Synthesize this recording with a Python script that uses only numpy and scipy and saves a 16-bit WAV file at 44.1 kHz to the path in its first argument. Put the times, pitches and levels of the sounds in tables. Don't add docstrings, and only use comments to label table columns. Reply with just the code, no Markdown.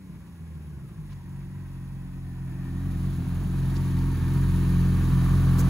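import sys
import numpy as np
from scipy import signal
from scipy.fft import rfft, irfft, next_fast_len
from scipy.io import wavfile
from scipy.ndimage import uniform_filter1d, map_coordinates

SR = 44100
rng = np.random.default_rng(int(sys.argv[2]) if len(sys.argv) > 2 else 0)


def transcribe(u):
    v = np.clip(np.atleast_2d(u).T, -1, 1)
    q = np.round(v * 32767).astype(np.int16)
    wavfile.write(sys.argv[1], SR, q)


N = 250929
IDLE_HZ = 44
COAST_HZ = 8.2


def amp(db):
    return 10 ** (np.asarray(db) / 20)


def unit(x):
    return x / np.sqrt(np.mean(x ** 2) + 1e-20)


def step(x):
    return .5 + .5 * np.tanh(x)


def along(points, hz):
    f, v = np.transpose(points)
    return np.interp(np.log(hz + 1), np.log(f + 1), v)


def curves(rows):
    s, *cols = np.transpose(rows)
    return [np.interp(np.arange(N) / SR, s, c) for c in cols]


def wobble(rate):
    knots = rng.standard_normal(int(N * rate / SR) + 4)
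    return map_coordinates(knots, [np.arange(N) * rate / SR])


def filtered(x, response):
    m = next_fast_len(N + SR // 2)
    return irfft(rfft(x, m) * response(np.fft.rfftfreq(m, 1 / SR)), m)[..., :N]


def coloured(x, spectrum):
    return unit(filtered(x, lambda hz: amp(along(spectrum, hz))))


def resonances(modes, f):
    total = 0
    for k, (centre, width, db) in enumerate(modes):
        total = total + (-1) ** k * amp(db) * 1j * f * width / (centre * centre - f * f + 1j * f * width)
    return total


def beats(count):
    return np.flatnonzero(np.diff(np.floor(count)) > 0)


# start_s, firing_rate_hz
ENGINE_SPEED = [(0.0, 96.0), (0.13, 90.1), (0.4, 82.6), (0.62, 76.6), (0.77, 71.1), (0.93, 54.6),
                (1.02, 51.5), (1.08, 47.6), (1.15, 48.0), (1.21, 44.4), (1.4, 46.5), (1.47, 45.3),
                (1.54, 47.0), (1.65, 45.4), (1.79, 44.8), (1.9, 45.2), (2.26, 44.4), (2.33, 42.7),
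                (2.43, 45.0), (2.5, 42.4), (2.57, 44.9), (2.71, 42.9), (2.88, 46.1), (2.97, 42.2),
                (3.1, 46.8), (3.2, 40.9), (3.28, 44.9), (3.35, 42.2), (3.43, 47.5), (3.49, 42.1),
                (3.56, 46.1), (3.66, 43.3), (3.74, 45.5), (3.93, 44.3), (4.0, 42.9), (4.08, 45.7),
                (4.17, 41.6), (4.38, 45.4), (4.48, 44.2), (4.6, 44.4), (4.78, 43.8), (4.87, 44.7),
                (5.08, 42.6), (5.15, 44.9), (5.23, 42.4), (5.35, 45.6), (5.55, 43.3), (5.69, 44.3)]
# start_s, distance_m
BIKE_DISTANCE = [(0, 16), (0.85, 13.4), (1.15, 11.2), (2.25, 9.15), (2.55, 6.65), (2.85, 3.94), (3.3, 3.45),
                 (3.65, 2.6), (4.1, 2.26), (4.5, 1.85), (5.69, 1.38)]
EXHAUST_DB = -16
NEAR_M = 4.82
SHUT_S, THROTTLE_DB = 0.069, 2.5
OVERRUN_HZ, OVERRUN_LOSS_DB = 83.6, 6.5
IDLE_UNEVEN, COAST_UNEVEN, FAR_UNEVEN = 0.16, 0.16, 0.13


def motorcycle():
    t = np.arange(N) / SR
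    speed = uniform_filter1d(curves(ENGINE_SPEED)[0], size=SR // 16)
    firings = np.cumsum(speed) / SR
    metres, = curves(BIKE_DISTANCE)
    near = 1 / (1 + (metres / NEAR_M) ** 3.24)
    shut = step((t - SHUT_S) / 0.016)
    coasting = shut * np.tanh(((speed - IDLE_HZ) / COAST_HZ) ** 2)
    stumble, dip_db = stumbling()
    uneven = IDLE_UNEVEN + COAST_UNEVEN * coasting + FAR_UNEVEN * (1 - near) + stumble

    exhaust_db = EXHAUST_DB - dip_db + THROTTLE_DB * (1 - shut)
    exhaust_db = exhaust_db - OVERRUN_LOSS_DB * step((speed - OVERRUN_HZ) / 3)
    mixture = throb(speed, firings, uneven, near) + uneven * burble(firings)
    exhaust = amp(exhaust_db) * mixture / np.sqrt(1 + uneven ** 2)

    machinery = spread(mechanics(firings, near) + gears(firings) + rasp(firings))
    at_one_metre = exhaust + pops() + mutter(firings, speed) + machinery
    return bearing(at_one_metre, metres) / metres


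# multiple_of_firing_rate, level_db
EXHAUST_LINES = [(1, 0), (1.5, -27), (2, 1), (2.5, -26.5), (3, 2.5), (3.5, -13), (4, -2), (4.6, -15),
                 (5, -22.5), (6, -11), (6.5, -27), (7, -26.5), (7.5, -15), (8, -29), (9, -25), (10, -32),
                 (11, -35.5)]
# start_s, tilt_db_per_octave
EXHAUST_TILT = [(0, 7), (.5, -4), (1.2, 0.2), (2.3, 0.3), (2.85, 0), (3.9, 0.8), (4.8, 0.6), (5.69, -0.4)]
# start_s, level_db
HUM_LEVEL = [(0, -1.5), (.3, 7), (.9, -2), (1.4, -3.5), (2.2, 3.5), (2.9, 4.5), (3.4, -0.5), (4, 0.5),
             (4.8, -1), (5.69, -1)]
# start_s, level_db
BASS_LEVEL = [(0, 0), (1.05, -0.5), (1.25, -9), (1.46, -1), (1.57, -10), (1.63, 1), (1.85, 0), (2.2, 1.5),
              (3.13, -2.5), (3.21, -7), (3.33, -1.5), (3.79, 1), (3.86, -6), (4.0, 2), (5.52, -0.5),
              (5.69, -5)]
# pitch_hz, level_db
MUFFLER_BAND = [(30, -15.5), (50, -5.5), (62, -11.5), (78, -0.5), (100, -6.5), (130, -3), (160, 4),
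                (190, -5), (240, -10), (340, -21.5), (420, -25.5), (550, -41), (1000, -63)]
HUM_HZ, HUM_WIDTH_HZ = 259.4, 34
MUFFLER_HZ, MUFFLER_WIDTH_HZ = 93.8, 12.7
FAR_BASS_DB = -1.5
FAR_TOP_DB, FAR_TOP_HZ = -7, 340
FAR_SMEAR = 0.9


def throb(rate, firings, uneven, near, swell_db=4.5, drift_db=1.25):
    blur, waver, shift, half_shift = .27, .25, .15, .7
    tilt_db, = curves(EXHAUST_TILT)
    hum_db, = curves(HUM_LEVEL)
    bass_db, = curves(BASS_LEVEL)
    wave = np.zeros(N)
    for k, db in EXHAUST_LINES:
        hz, idle_hz = k * rate, k * IDLE_HZ
        line_db = db + bass_db * (k == 1) + tilt_db * np.log2(k)
        line_db = line_db + FAR_BASS_DB * ((1 - near) * IDLE_HZ / hz) ** 2
        line_db = line_db + FAR_TOP_DB * (1 - near ** 3) * step((idle_hz - FAR_TOP_HZ) / 25)
        line_db = line_db + along(MUFFLER_BAND, hz) - along(MUFFLER_BAND, idle_hz)
        line_db = line_db + hum_db * np.exp(-.5 * ((hz - HUM_HZ) / HUM_WIDTH_HZ) ** 2)
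        line_db = line_db + swell_db * uneven * wobble(14) + drift_db * wobble(5.8)
        gain = amp(line_db) * np.exp(-.5 * (blur * uneven * hz / IDLE_HZ) ** 2)

        lag = 2 * np.arctan((idle_hz - MUFFLER_HZ) / MUFFLER_WIDTH_HZ)
        lag = lag + 2 * np.arctan2(HUM_WIDTH_HZ, HUM_HZ - idle_hz)
        lag = lag + FAR_SMEAR * (1 - near) ** 2 * (k - 2) ** 2
        drift = half_shift * wobble(7) if k % 1 else shift * wobble(1.855)
        drift = drift + waver * uneven * np.sqrt(k) * wobble(12)
        wave -= gain * np.cos(2 * np.pi * k * firings - lag + drift)
    return wave / np.sqrt(np.abs(uniform_filter1d(wave ** 2, size=14000)) + 1e-9)


# pitch_hz, width_hz, level_db
PIPE_MODES = [(77.6, 45.5, -5), (152.8, 35.7, 2), (202.6, 45, -3), (269, 25, -11.5), (330, 52, -13)]


def burble(firings):
    at = beats(firings)
    kicks = np.zeros(N)
    kicks[at] = np.tanh(rng.standard_normal(len(at)))
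    silencer = lambda f, edge_hz=400: 1 / np.sqrt(1 + (f / edge_hz) ** 10)
    return unit(filtered(kicks, lambda f: resonances(PIPE_MODES, f) * silencer(f)))


# centre_s, added_unevenness, exhaust_dip_db (negative is louder)
STUMBLE_EVENTS = [(0.14, 0.44, -1.5), (0.24, 0.26, 0), (0.83, 0.051, -1.5), (0.93, 0.25, 2.5),
                  (1.12, 0, -1.5), (1.21, 0.16, 2.5), (2.87, 0, -1), (3.09, 0.09, -1.1), (3.24, 0.17, 0.5),
                  (3.35, 0.16, 0.5), (3.44, 0.16, -.7), (4.18, 0.23, 1.5), (4.39, 0.035, -0.3),
                  (5.09, 0.08, 0), (5.23, .05, 1), (5.35, 0.053, -1)]
STUMBLE_S = 0.039


def stumbling():
    t = np.arange(N) / SR
    total = 0
    for s, *sizes in STUMBLE_EVENTS:
        total = total + np.outer(sizes, np.exp(-.5 * ((t - s) / STUMBLE_S) ** 2))
    return total


# start_s, level_db
OVERRUN_POPS = [(0.096, -4), (0.408, -9), (0.556, -4), (0.603, -4), (0.701, -6), (0.774, -7), (0.819, -1.5),
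                (0.866, -7), (1.002, -14), (1.081, -7.5)]
POP_HZ, POP_RING_S = 152, 0.056


def pops():
    t = np.arange(N) / SR
    out = np.zeros(N)
    for s, db in OVERRUN_POPS:
        age = np.maximum(t - s, 0)
        decay = amp(db - 60 * age / POP_RING_S)
        out += decay * (1 - np.exp(-age / .003)) * np.sin(2 * np.pi * POP_HZ * age)
    return out


# pitch_hz, level_db_per_hz
MUTTER_COLOUR = [(250, -30), (325, 2), (370, -4.5), (430, -8.5), (520, -9.5), (620, -18), (900, -50)]
MUTTER_DB = -40.5


def mutter(firings, speed):
    flow = rng.standard_normal(N) * amp(3.0 * np.cos(2 * np.pi * firings))
    above_idle = step((speed - IDLE_HZ - COAST_HZ) / 4)
    return amp(MUTTER_DB) * above_idle * coloured(flow, MUTTER_COLOUR)


# pitch_hz, level_db_per_hz
FAR_CASING = [(200, -34), (330, 5.5), (420, -5), (550, -1.5), (750, -2.5), (1000, 1.5), (1300, -4.5),
              (1680, -3), (1850, -5.5), (2050, -5.5), (2700, -8), (3300, -14.5), (5500, -23), (7000, -45)]
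# pitch_hz, level_db_per_hz
NEAR_CASING = [(200, -9.5), (400, 6.5), (490, 2), (560, -5.5), (700, -7), (930, -2.5), (1150, 3),
               (1450, -2), (1750, -2.5), (2050, -6), (2500, -7), (3200, -12), (6000, -22.5)]
# pitch_hz, width_hz, level_db
CASE_MODES = [(622, 19, 0), (754, 13, 2), (909, 37, -0.5), (993, 17, 3), (1090, 18, -1), (1374, 34, -15),
              (1581, 35, -3), (1646, 25, -0.5), (1762, 35, 0), (1814, 38, -3.5), (2168, 17, -5),
              (2396, 42, -6), (3100, 28, -8.5), (3730, 46, -14), (4010, 65, -10), (4625, 73, -9.5),
              (6120, 60, -13)]
# pitch_hz, width_hz, level_db
COVER_MODES = [(1145, 110, 0)]
# pitch_hz, level_db_per_hz
HISS_COLOUR = [(1500, -29), (2900, 0.5), (4000, 3.5), (4700, -1.5), (5400, -2.5), (6900, 0.5), (8400, -1),
               (9900, 4.5), (11300, -0.5), (13500, 1), (15300, -1.5)]
CASING_DB = -39.5
HISS_DB, FAR_HISS_DB = -44.56, -0.56
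KNOCK_PULSE_DB, CHATTER_DB = 0.56, 0.93
FACED_S, TURN_S = 5.06, 0.28
COVER_DB, COVER_PULSE_DB = -6.5, 1.5


def mechanics(firings, near):
    pulse = np.cos(2 * np.pi * firings)
    knocks = clatter(firings, ring_s=0.086, scatter_db=2.0, tick_share=0.56)
    knocks = knocks * amp(KNOCK_PULSE_DB * pulse + CHATTER_DB * wobble(IDLE_HZ))
    strikes = clatter(firings, ring_s=0.14, scatter_db=3.5, tick_share=0.39)
    ringing = unit(filtered(strikes, lambda f: resonances(CASE_MODES, f)))
    close_casing = amp(-2.0) * coloured(knocks, NEAR_CASING) + amp(-7.5) * ringing
    casing = (1 - near) * coloured(knocks, FAR_CASING) + near * close_casing

    facing = step((np.arange(N) / SR - FACED_S) / TURN_S)
    cover_ring = unit(filtered(knocks, lambda f: resonances(COVER_MODES, f)))
    cover = amp(COVER_DB + COVER_PULSE_DB * pulse) * facing * cover_ring

    hiss = coloured(clatter(firings, ring_s=0.13, scatter_db=11.0, tick_share=0.28), HISS_COLOUR)
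    hiss_gain = amp(HISS_DB + FAR_HISS_DB * (1 - near))
    return amp(CASING_DB) * bounced(casing + cover, near) + hiss_gain * bounced(hiss, near)


def clatter(firings, ring_s, scatter_db, tick_share, count=16):
    at = beats(firings * count / 4)
    t = np.arange(SR // 20) / SR
    rings = rng.standard_normal((count, 2, len(t))) * amp(-60 * t / ring_s)
    rush = rng.standard_normal((2, N))
    sizes = amp(scatter_db * np.clip(rng.standard_normal(len(at)), -1.7, 1.7))
    ticks = np.zeros((2, N + len(t)))
    for i, start in enumerate(at):
        ticks[:, start:start + len(t)] += sizes[i] * rings[i % count]
    share = np.clip(tick_share, 0, 1)
    return np.sqrt(share) * unit(ticks[:, :N]) + np.sqrt(1 - share) * rush


# start_s, mesh_level_db, octave_level_db
WHINE_LEVEL = [(0, -67, -60), (.92, -45.5, -62), (1.15, -48, -50), (1.5, -49, -51), (2.2, -58, -49),
               (2.78, -68, -47.5), (3.05, -61, -64), (3.8, -46.5, -52), (4.6, -51, -54), (5.69, -66, -75)]
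MESH = 20.8
WHINE_FUZZ_HZ = 80


def gears(firings):
    out = np.zeros((2, N))
    for k, level_db in enumerate(curves(WHINE_LEVEL), 1):
        rate = WHINE_FUZZ_HZ * k
        fuzz = np.array([wobble(rate) + 1j * wobble(rate) for side in out])
        line = np.real(fuzz * np.exp(2j * np.pi * k * MESH * firings))
        out += amp(level_db) * unit(line)
    return out


# start_s, level_db
RASP_LEVELS = [(0, -59), (2.5, -47.5), (3.15, -47), (3.42, -45.5), (3.8, -46.5), (4.15, -59), (5.69, -44.5)]
# pitch_hz, level_db_per_hz
RASP_COLOUR = [(400, -48), (630, 2.5), (780, 1), (1050, -2.5), (1400, -4), (2000, -15), (4000, -21),
               (5400, -34)]
RASP_PULSE_DB = 4.5


def rasp(firings):
    level_db, = curves(RASP_LEVELS)
    shaken = clatter(firings, ring_s=0.015, scatter_db=0.5, tick_share=0.4)
    shaken = shaken * amp(RASP_PULSE_DB * np.cos(2 * np.pi * firings + 1.6))
    return amp(level_db) * coloured(shaken, RASP_COLOUR)


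# start_s, delay_ms
ROAD_BOUNCE = [(0, 0.97), (2.5, 1.2), (3.25, 1.49), (3.85, 0.99), (4.3, 0.78), (4.95, 0.66), (5.69, 1.6)]


def bounced(x, near, far_s=.0035, close_s=.0075, kerb=0.19, road=0.068):
    n = np.arange(N)
    late = lambda s: np.array([np.interp(n - s * SR, n, side) for side in x])
    kerb_s = far_s + (close_s - far_s) * near + .00008 * wobble(1.4)
    road_s = curves(ROAD_BOUNCE)[0] / 1000
    return unit(x + kerb * late(kerb_s) + road * late(road_s))


# pitch_hz, correlation
SIDE_LIKENESS = [(60, 0.91), (300, .99), (480, 0.97), (630, 0.66), (800, 0.9), (1100, 0.97), (1700, 0.82),
                 (2030, 0.39), (2400, 0.48), (2850, 0.78), (3300, 0.23), (4100, 0.72), (5300, 0.19),
                 (6500, 1), (10000, 1), (15000, 0.98)]


def spread(pair):
    turn = lambda hz: np.arccos(np.clip(along(SIDE_LIKENESS, hz), 0, 1)) / 2
    mid, side = filtered(pair, lambda hz: np.array([np.cos(turn(hz)), np.sin(turn(hz))]))
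    return np.array([mid + side, mid - side])


# pitch_hz, left_lead_rad
RIGHT_LEAD = [(100, 0), (400, -.3), (680, -1.5), (900, -.75), (1100, -.7), (1400, -1.2), (1700, -.9),
              (2400, -.7), (2750, .7), (3100, 2), (3600, 3.2), (4500, 2.6), (5600, 2), (6500, 0)]
# pitch_hz, left_minus_right_db
RIGHT_LEAN = [(400, 0), (630, 3.5), (780, -5), (1100, -1), (2400, 1), (4500, -3.5), (6500, 0.5)]
ASIDE_M, ASIDE_SPAN_M = 4.7, 1.8


def bearing(x, metres):
    hz, t, z = signal.stft(x, SR, nperseg=1024)
    aside = step((np.interp(t * SR, np.arange(N), metres) - ASIDE_M) / ASIDE_SPAN_M)
    sides = np.array([.5, -.5])[:, None, None] * aside
    lean = amp(sides * along(RIGHT_LEAN, hz)[:, None])
    lead = np.exp(1j * sides * along(RIGHT_LEAD, hz)[:, None])
    return signal.istft(z * lean * lead, SR, nperseg=1024)[1][:, :N]


# centre_s, level_db, length_s (standard deviation), pitch_hz, width_octaves (standard deviation)
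SCUFF_EVENTS = [(1.103, -63, 0.011, 2200, .8), (1.126, -55.5, 0.0089, 1500, 1.4),
                (3.765, -48.5, 0.0073, 4600, 0.67), (3.779, -52, 0.002, 6300, .3),
                (5.598, -37.5, 0.012, 9000, 1.3), (5.602, -43, 0.008, 7060, 0.24),
                (5.604, -47, 0.022, 474, .14)]


def scuffs():
    t = np.arange(N) / SR
    out = np.zeros((2, N))
    for s, db, length_s, pitch_hz, octaves in SCUFF_EVENTS:
        grit = rng.standard_normal((2, N)) * amp(2.6 * wobble(540))
        band = lambda f: np.exp(-.5 * (np.log2((f + 1) / pitch_hz) / octaves) ** 2)
        out += amp(db) * unit(filtered(grit, band)) * np.exp(-.5 * ((t - s) / length_s) ** 2)
    return spread(out)


# pitch_hz, time_to_fall_60_db_s
ECHO_DECAY = [(150, 1), (2000, 0.75), (10000, 0.064)]


def houses(x):
    hz, t, z = signal.stft(rng.standard_normal((2, SR // 2)), SR, nperseg=256)
    fade = amp(-60 * t / along(ECHO_DECAY, hz)[:, None])
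    tail = signal.istft(z * fade, SR, nperseg=256)[1]
    delayed = np.pad(tail, ((0, 0), (SR // 30, 0)))
    return signal.fftconvolve(x, delayed / np.linalg.norm(tail[0]), axes=1)[:, :N]


# pitch_hz, level_db_per_hz
STREET_COLOUR = [(20, -18), (60, 14), (150, 1), (400, -17.5), (1000, -36), (2500, -38), (5000, -29),
                 (10000, -24), (15000, -31)]


def street():
    return amp(-53.0) * spread(coloured(rng.standard_normal((2, N)), STREET_COLOUR))


def scene():
    bike = motorcycle() + scuffs()
    echo = filtered(houses(bike), lambda hz: hz / (hz + 400))
    return bike + amp(-16.0) * echo + street()


# pitch_hz, left_minus_right_db
PORT_LEAN = [(60, -2), (110, 0), (250, 1.8), (400, 0), (520, 0), (640, -6), (850, -1), (1200, 0), (1800, 2),
             (3100, 1), (4000, -2), (5400, -5), (6500, -0.5), (9000, -0.5)]
# pitch_hz, left_lead_rad
PORT_LEAD = [(60, -.25), (300, -.25), (700, .6), (1800, .6), (2150, 0), (2850, 1.5), (3600, -.3), (5100, 1),
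             (6400, 0), (8500, -3.14), (11000, -6.28), (13400, -9.42), (15600, -12.5)]
TOP_HZ = 15750


def record(dry):
    sides = np.array([[.5], [-.5]])
    ports = lambda hz: amp(sides * along(PORT_LEAN, hz)) * np.exp(1j * sides * along(PORT_LEAD, hz))
    return filtered(dry, lambda hz: ports(hz) * (hz < TOP_HZ))


dry = scene()
out = record(dry)
transcribe(out)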